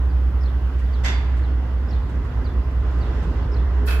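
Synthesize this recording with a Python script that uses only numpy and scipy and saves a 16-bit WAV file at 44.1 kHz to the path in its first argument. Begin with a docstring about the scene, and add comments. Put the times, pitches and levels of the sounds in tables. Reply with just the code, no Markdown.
"""A slow freight train

A freight train creeps past: its diesel exhaust throbs, its wheels rumble and groan on the rail,
and loose parts clink. Twice the slack runs out of a coupling, and a quick cluster of steel blows
rings through the hopper cars, the second time with a sharp hiss. Far off, a small bird
whistles falling chirps."""
import sys
import numpy as np
from scipy import signal
from scipy.fft import rfft, irfft, next_fast_len
from scipy.io import wavfile
from scipy.ndimage import uniform_filter1d, map_coordinates

SR = 44100
rng = np.random.default_rng(int(sys.argv[2]) if len(sys.argv) > 2 else 0)


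def waveform_to_disk(signal):
    """Save audio, clipped to [-1, 1], as 16-bit WAV at the path in sys.argv[1]."""
    frames = np.transpose(np.atleast_2d(signal))
    scaled = np.clip(frames, -1, 1) * 32767
    samples = np.round(scaled).astype(np.int16)
    wavfile.write(sys.argv[1], SR, samples)


N = 176400  # 4 seconds


def amp(db):
    """Turn decibels into a gain."""
    return 10 ** (np.asarray(db) / 20)


def unit(x):
    """Scale x to an average power of 1."""
    return x / np.sqrt(np.mean(x ** 2) + 1e-20)


def along(points, hz):
    """Read between the rows of a (Hz, value) table, on a log scale of frequency."""
    freqs, values = np.transpose(points)
    return np.interp(np.log(hz + 1), np.log(freqs + 1), values)


def clock(size=N):
    """The time of each sample in seconds."""
    return np.arange(size) / SR


def curves(rows):
    """Join timed rows with straight lines: one curve for each column after the time."""
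    times, *columns = np.transpose(rows)
    return [np.interp(clock(), times, column) for column in columns]


def wobble(rate):
    """A smooth random curve over the whole scene, through rate points a second."""
    return map_coordinates(rng.standard_normal(2000), [clock() * rate + 2], mode="wrap")


def waver(t, rate):
    """A short random zigzag over the times t, through rate points a second."""
    return np.interp(t * rate, np.arange(256), rng.standard_normal(256))


def filtered(x, response):
    """Scale each frequency of x by the gain response(hz)."""
    size = next_fast_len(x.shape[-1] + 8192)
    gains = response(np.fft.rfftfreq(size, 1 / SR))
    return irfft(rfft(x, size) * gains, size)[..., :x.shape[-1]]


def pan(db):
    """Left and right gains that make the left side db louder at the same total power."""
    gains = amp(np.array([[.5], [-.5]]) * db)
    return gains / np.sqrt(np.mean(gains ** 2, axis=0))


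def noise(spectrum, likeness, balance, size=N):
    """Stereo noise of power 1, shaped by tables of tone, left-right likeness and balance."""
    def shape(hz):
        spread = np.arccos(np.clip(along(likeness, hz), -1, 1)) / 2
        return amp(along(spectrum, hz)) * [np.cos(spread), np.sin(spread)]
    mid, side = filtered(rng.standard_normal((2, size)), shape)
    stereo = np.array([mid + side, mid - side])
    return unit(filtered(stereo, lambda hz: pan(along(balance, hz))))


def patchy(x, depth_db):
    """Make x louder and softer in random patches of frequency and time, at power 1."""
    bands = signal.stft(x, nperseg=512)[2]
    patches = uniform_filter1d(rng.standard_normal(bands.shape[1:]), size=4, axis=0)
    patches = uniform_filter1d(patches, size=14, axis=1)
    return unit(signal.istft(bands * amp(depth_db * unit(patches)))[1][:, :N])


def fade(t, t60):
    """A gain that falls by 60 dB every t60 seconds."""
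    return np.exp(-np.log(1000) * t / t60)


def dying(x, fade_times):
    """Let each frequency of x die away at its own speed."""
    hz, t, bands = signal.stft(x, SR, nperseg=256)
    return signal.istft(bands * fade(t, along(fade_times, hz)[:, None]))[1][:, :x.shape[-1]]


def add(track, start, x):
    """Mix x into the track from start seconds on."""
    i = round(start * SR)
    track[:, i:i + x.shape[-1]] += x[..., :N - i]


# How alike the train sounds in both ears. Each row: frequency in Hz, likeness (1 is the same).
TRAIN_LIKENESS = [(60, 1), (130, 0.96), (290, 0.99), (640, 0.67), (1410, 0.59), (3100, -0.12),
                  (6820, -0.07), (15000, 0.18)]
# Which side the train is louder on. Each row: frequency in Hz, left minus right in dB.
TRAIN_BALANCE = [(60, -2.5), (130, 0.5), (290, -3), (640, -1), (1410, -4.5), (3100, -4), (6820, 0),
                 (15000, 7.5)]
# The exhaust. 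Each row: time in seconds, main tone's level in dB, boost for the rest in dB.
EXHAUST_LEVELS = [(0, -17, -5), (.7, -20, -3.5), (1.4, -19, -2.5), (2.3, -24, 0), (2.85, -20, 0),
                  (3.35, -24, 1), (3.8, -17.5, -3)]
# Weaker engine tones, then a thin whine. Each row: pitch in Hz, level before the boost in dB.
BEATING_TONES = [(48.5, -40), (53.4, -29.5), (58.2, -34.5), (68, -48), (72.7, -31), (77.5, -36),
                 (97, -44.5), (116.3, -42), (131, -44)]
WHINE_TONES = [(243, -49.5), (517, -56.5), (1032, -56.5), (2037, -69.5)]
# The engine's low thudding noise. Each row: frequency in Hz, relative strength in dB.
THUD_SPECTRUM = [(15, -25.5), (26, -13), (38, -8), (50, -7.5), (70, -1), (90, -7.5), (130, -13.5),
                 (200, -33), (400, -90.5)]

def engine(main_hz=63.25):
    """A strong exhaust tone throbs as nearby tones beat against it; a faint whine lies above."""
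    def tone(hz, drift_radians):
        phase = 2 * np.pi * (hz * clock() + rng.random()) + drift_radians * wobble(2.023)
        return np.sqrt(2) * np.sin(phase) * pan(along(TRAIN_BALANCE, hz))
    main_db, boost_db = curves(EXHAUST_LEVELS)
    beats = sum(amp(db) * (1 + .3 * wobble(1.5)) * tone(hz, .55) for hz, db in BEATING_TONES)
    whine = sum(amp(db + 2.7 * wobble(6)) * tone(hz, 3.94) for hz, db in WHINE_TONES)
    thud = amp(-32) * noise(THUD_SPECTRUM, TRAIN_LIKENESS, TRAIN_BALANCE)
    return amp(main_db) * tone(main_hz, .2) + amp(boost_db) * (beats + thud + whine)


# How loud the airy hiss is. Each row: time in seconds, level in dB.
AIR_LEVELS = [(0, -68), (.9, -68.5), (1.6, -70.5), (3.2, -70.5), (3.8, -72.5)]
# Its tone. Each row: frequency in Hz, relative strength in dB.
AIR_SPECTRUM = [(5000, -30), (8800, -4), (10200, -1.5), (11500, -2.5), (13500, 0), (14500, -2),
                (15700, -10.5)]

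def airy_hiss():
    """A faint, very high hiss hangs over the train."""
    return amp(curves(AIR_LEVELS)[0]) * noise(AIR_SPECTRUM, TRAIN_LIKENESS, TRAIN_BALANCE)


# How loud the groaning wheel is. Each row: time in seconds, level in dB.
GROAN_LEVELS = [(0, -55), (2.6, -55.5), (3.05, -45), (3.4, -45), (3.65, -49), (3.85, -38.5), (4, -43.5)]
# Its tone. Each row: frequency in Hz, relative strength in dB.
GROAN_SPECTRUM = [(250, -58), (310, -20), (340, -7), (375, -19.5), (405, -4), (422, 2.5), (440, -3),
                  (480, -26.5), (600, -61)]

def wheel_groan():
    """A wheel groans in a narrow band of low noise, growing as it comes near."""
    return amp(curves(GROAN_LEVELS)[0]) * noise(GROAN_SPECTRUM, TRAIN_LIKENESS, TRAIN_BALANCE)


# How loud the rolling is. Each row: time in seconds, then rumble, roar and hiss levels in dB.
ROLLING_LEVELS = [(0, -36, -44, -55), (.65, -37.5, -43.5, -55), (1, -36.5, -43.5, -53.5),
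                  (1.5, -35, -42, -54), (1.85, -37.5, -43.5, -54.5), (2.2, -35.8, -42, -54),
                  (2.8, -35.5, -43, -54.5), (3.05, -33.5, -39.5, -50), (3.3, -32, -40.5, -51.5),
                  (3.55, -33.5, -41.5, -53.5), (3.82, -35, -40.5, -53.5)]
# The tone of those three noises. Each row: frequency in Hz, relative strength in dB.
BODY_RUMBLE = [(60, -43.5), (100, 4), (130, -4.5), (175, -0.5), (205, -7.5), (260, -3.5), (340, -8.5),
               (430, -10), (560, -17), (900, -37.5), (2000, -90)]
WHEEL_ROAR = [(200, -41.5), (450, -9), (600, -1), (1050, -1), (1550, -3.5), (1750, -7), (2000, -6.5),
              (2200, -17), (3500, -40.5), (7000, -92)]
RAIL_HISS = [(1200, -43.5), (2200, -2), (2700, 1), (3400, -2), (3900, -7), (5200, -9), (6200, -15),
             (7500, -18), (8800, -31.5), (15000, -34.5)]

def rolling():
    """As the wheels roll, the car bodies rumble, the wheels roar and the rail hisses."""
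    out = np.zeros((2, N))
    jostle_db = .5 * wobble(12)
    for spectrum, level_db in zip((BODY_RUMBLE, WHEEL_ROAR, RAIL_HISS), curves(ROLLING_LEVELS)):
        steady = noise(spectrum, TRAIN_LIKENESS, TRAIN_BALANCE)
        out += amp(level_db + jostle_db) * patchy(steady, depth_db=1.32)
    return out


# The two chirp shapes. Each row: seconds into the chirp, pitch in Hz, relative level in dB.
CHIRP_SHAPES = {"arch": [(0, 4870, -6.5), (.006, 5300, -5), (.021, 5550, -6.5), (.028, 4760, -0.5),
                (.036, 4015, -6), (.041, 3570, -31), (.047, 3950, 0.5), (.052, 4300, 5.5),
                (.058, 3950, -15), (.064, 3465, -14), (.074, 3455, -1), (.088, 3850, -9.5),
                (.105, 3450, -15.5)], "slur": [(0, 4320, -13.5), (.008, 4780, -5), (.02, 4400, -1),
                (.032, 3840, -2.5), (.039, 3500, -14), (.047, 3550, -8), (.057, 3500, -3), (.07, 3300, -9)]}
# The bird's calls. 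Each row: start in seconds, level in dB, pitch multiplier, shape name.
BIRD_CALLS = [(.088, -61, 1.05, "slur"), (.409, -51, 1, "arch"), (.835, -60, 1, "slur"),
              (.926, -51, .96, "slur"), (1.425, -52.5, .92, "slur"), (1.884, -50, 1, "arch"),
              (2.441, -49, 1.01, "slur"), (3.003, -50, .98, "slur"), (3.415, -58, 1, "slur"),
              (3.517, -50, 1, "arch")]

def bird():
    """A bird whistles slightly rough chirps, scattered by leaves and echoed by trees."""
    out, t = np.zeros((2, N)), clock(SR // 3)
    for start, db, ratio, shape in BIRD_CALLS:
        times, hz, shape_db = np.transpose(CHIRP_SHAPES[shape])
        soft_edges = np.clip(np.minimum(t, times[-1] - t) / .002, 0, 1)
        flutter_db = 1.5 * waver(t, 300)
        envelope = amp(np.interp(t, times, shape_db) + flutter_db) * soft_edges
        pitch = ratio * np.interp(t, times, hz) * (1 + .025 * waver(t, 500))
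        add(out, start, amp(db) * envelope * np.sin(2 * np.pi * np.cumsum(pitch) / SR))
    tail = lambda t60: unit(rng.standard_normal((2, len(t))) * fade(t, t60)) / np.sqrt(len(t))
    leaves, trees = amp(-3) * tail(t60=.047), amp(-2) * tail(t60=.28)
    echo = signal.fftconvolve(out, leaves + trees, axes=1)[:, :N]
    return (out + echo) * pan(db=-1.5)


# How alike struck steel sounds in both ears. Each row: frequency in Hz, likeness (1 is the same).
STEEL_LIKENESS = [(200, .9), (1000, 0.5), (2000, 0.089), (4000, -.15), (10000, 0)]
# Small knocks under the cars. Each row: start in seconds, level in dB.
CLINK_HITS = [(.785, -49), (0.832, -62.5), (1.365, -50), (1.989, -58), (2.088, -51), (2.24, -54.5),
              (2.358, -59.5), (2.699, -57), (2.90, -55.5), (2.979, -54), (3.049, -59), (3.142, -57.5),
              (3.223, -48.5), (3.299, -55.5)]
# Their tone. Each row: frequency in Hz, relative strength in dB.
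CLINK_SPECTRUM = [(300, -10.5), (1200, 4), (2800, 6), (4500, -3), (8000, -4), (10000, -13.5),
                  (15000, -24.5)]

def clinks():
    """Loose parts around the wheels knock lightly, each knock a short burst of noise."""
    out, t = np.zeros((2, N)), clock(SR // 3)
    envelope = np.minimum(t / .008, 1) * fade(t, t60=.2)
    for start, db in CLINK_HITS:
        burst = noise(CLINK_SPECTRUM, STEEL_LIKENESS, TRAIN_BALANCE, size=len(t))
        add(out, start, amp(db) * envelope * burst)
    return out


# Steel blows. Each row: start in seconds, level in dB, rise in seconds, coupling (dull or bright).
COUPLING_BLOWS = [(1.035, -37.5, .006, "dull"), (1.045, -29.5, .003, "dull"),
                  (1.058, -29.5, 0.0027, "dull"), (1.081, -34, .002, "dull"), (1.103, -41, 0.0032, "dull"),
                  (1.121, -43, .003, "dull"), (3.872, -32.5, .008, "bright"),
                  (3.883, -33.5, .003, "bright"), (3.907, -33, 0.0017, "bright"),
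                  (3.921, -39, 0.0024, "bright"), (3.953, -47.5, .004, "bright")]
# Each coupling's dense ring. Each row: frequency in Hz, relative strength in dB.
RING_SPECTRA = {"dull": [(100, -8), (300, -1.5), (600, -8), (950, -4), (1300, -4.5), (1850, -2),
                (2100, 0.5), (2350, -4.5), (3500, -6.5), (4000, -10), (4700, -11.5), (6000, -10.5),
                (7600, -14), (8600, -24.5), (11000, -30.5), (13200, -29), (15700, -41)],
                "bright": [(100, -21.5), (400, -1.5), (700, -10.5), (1150, -3.5), (1480, 3), (1900, -3),
                (2130, -6.5), (2600, 2), (2850, -13.5), (3150, -3.5), (3500, -9), (4400, -9.5),
                (5700, -15.5), (6400, -22), (7200, -32), (9000, -33), (15700, -47.5)]}
# Each coupling's clear notes. Each row: pitch in Hz, relative level in dB, seconds to fade 60 dB.
RING_NOTES = {"dull": [(945, -7, 0.65), (1634, -2.5, .55), (1800, -6.5, .4), (2020, 1, 0.33),
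              (2125, 2, 0.33), (2722, -5, .3), (3025, -13.5, .3), (3515, -4, 0.5), (4627, -8, .5),
              (5286, -16, .45), (5846, -14, .25), (6729, -13, .28)], "bright": [(421, -1.5, .8),
              (1120, -11.5, .6), (1473, 2.5, .65), (2590, -5, 0.49), (2600, -3, 0.61), (3213, -9, 0.42),
              (4404, -11, .45)]}
# For each coupling, a gain in dB on all its notes.
NOTES_GAIN_DB = {"dull": -4, "bright": -5}
# Which side each coupling is louder on. Each row: frequency in Hz, left minus right in dB.
COUPLING_BALANCE = {"dull": [(200, -2.5), (1000, -3), (2100, -3.5), (3300, -6.5), (4300, -2), (6000, -2.5),
                    (12000, 1)], "bright": [(200, 5.5), (1400, -4.5), (2600, -7.5), (3100, -3),
                    (3800, -4.5), (7000, 2)]}
# How long the ring and its echo last. Each row: frequency in Hz, seconds to fade 60 dB.
RING_FADES = [(200, 0.71), (1000, 0.56), (2200, 0.41), (4500, 0.3), (8000, 0.17), (14000, .21)]
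ECHO_FADES = [(200, 1.5), (1500, 1.6), (3500, 1.2), (6000, 0.53), (14000, .3)]

def couplings():
    """Each blow in a coupling cracks, sets the steel ringing and echoes along cars and trees."""
    out, t = np.zeros((2, N)), clock(SR)
    for start, db, rise, name in COUPLING_BLOWS:
        balance = COUPLING_BALANCE[name]
        notes = np.zeros((2, len(t)))
        for hz, note_db, t60 in RING_NOTES[name]:
            envelope = amp(note_db + rng.normal(0, 1)) * fade(t, t60)
            phase = 2 * np.pi * (hz * t + rng.random((2, 1)))
            blur = .75 * waver(t, 45)  # makes the note less pure
            notes += envelope * pan(along(balance, hz)) * np.sin(phase + blur)
        steel = lambda: noise(RING_SPECTRA[name], STEEL_LIKENESS, balance, size=len(t))
        crack = amp(4) * fade(t, t60=.05) * steel()
        ring = dying(steel(), RING_FADES) + amp(NOTES_GAIN_DB[name]) * notes
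        blow = np.minimum(t / rise, 1) * (crack + ring)
        echo = amp(-10.5) * np.minimum(t / .072, 1) * dying(steel(), ECHO_FADES)
        add(out, start, amp(db) * (blow + echo))
    return out


# The tone of sliding steel. Each row: frequency in Hz, relative strength in dB.
SLIDE_SPECTRUM = [(2000, -19.5), (4000, -2), (5600, -5.5), (6400, -10.5), (7000, -5), (8900, -6.5),
                  (9700, 0), (11000, -2.5), (12000, -1.5), (14300, -2.5), (15700, -12)]
# Which side it is louder on. Each row: frequency in Hz, left minus right in dB.
SLIDE_BALANCE = [(5000, 1), (8200, 0), (9200, 6), (10000, 6), (14000, 4)]

def coupling_slide(start_s=3.855, rise_s=.014, hold_s=.06):
    """The bright coupling slides home with a short, sharp hiss."""
    t = np.maximum(clock() - start_s, 0)
    envelope = np.minimum(t / rise_s, 1) * fade(np.maximum(t - hold_s, 0), t60=.36)
    level_db = -40.5 + .8 * wobble(90)
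    hiss = patchy(noise(SLIDE_SPECTRUM, STEEL_LIKENESS, SLIDE_BALANCE), depth_db=2.0)
    return amp(level_db) * envelope * hiss


def scene():
    """Add up the train's sounds and the bird."""
    running = engine() + airy_hiss() + wheel_groan() + rolling()
    return running + bird() + clinks() + couplings() + coupling_slide()


def record(dry, top_hz=15740):
    """Cut off the very highest treble."""
    return filtered(dry, lambda hz: hz < top_hz)


dry = scene()
out = record(dry)
waveform_to_disk(out)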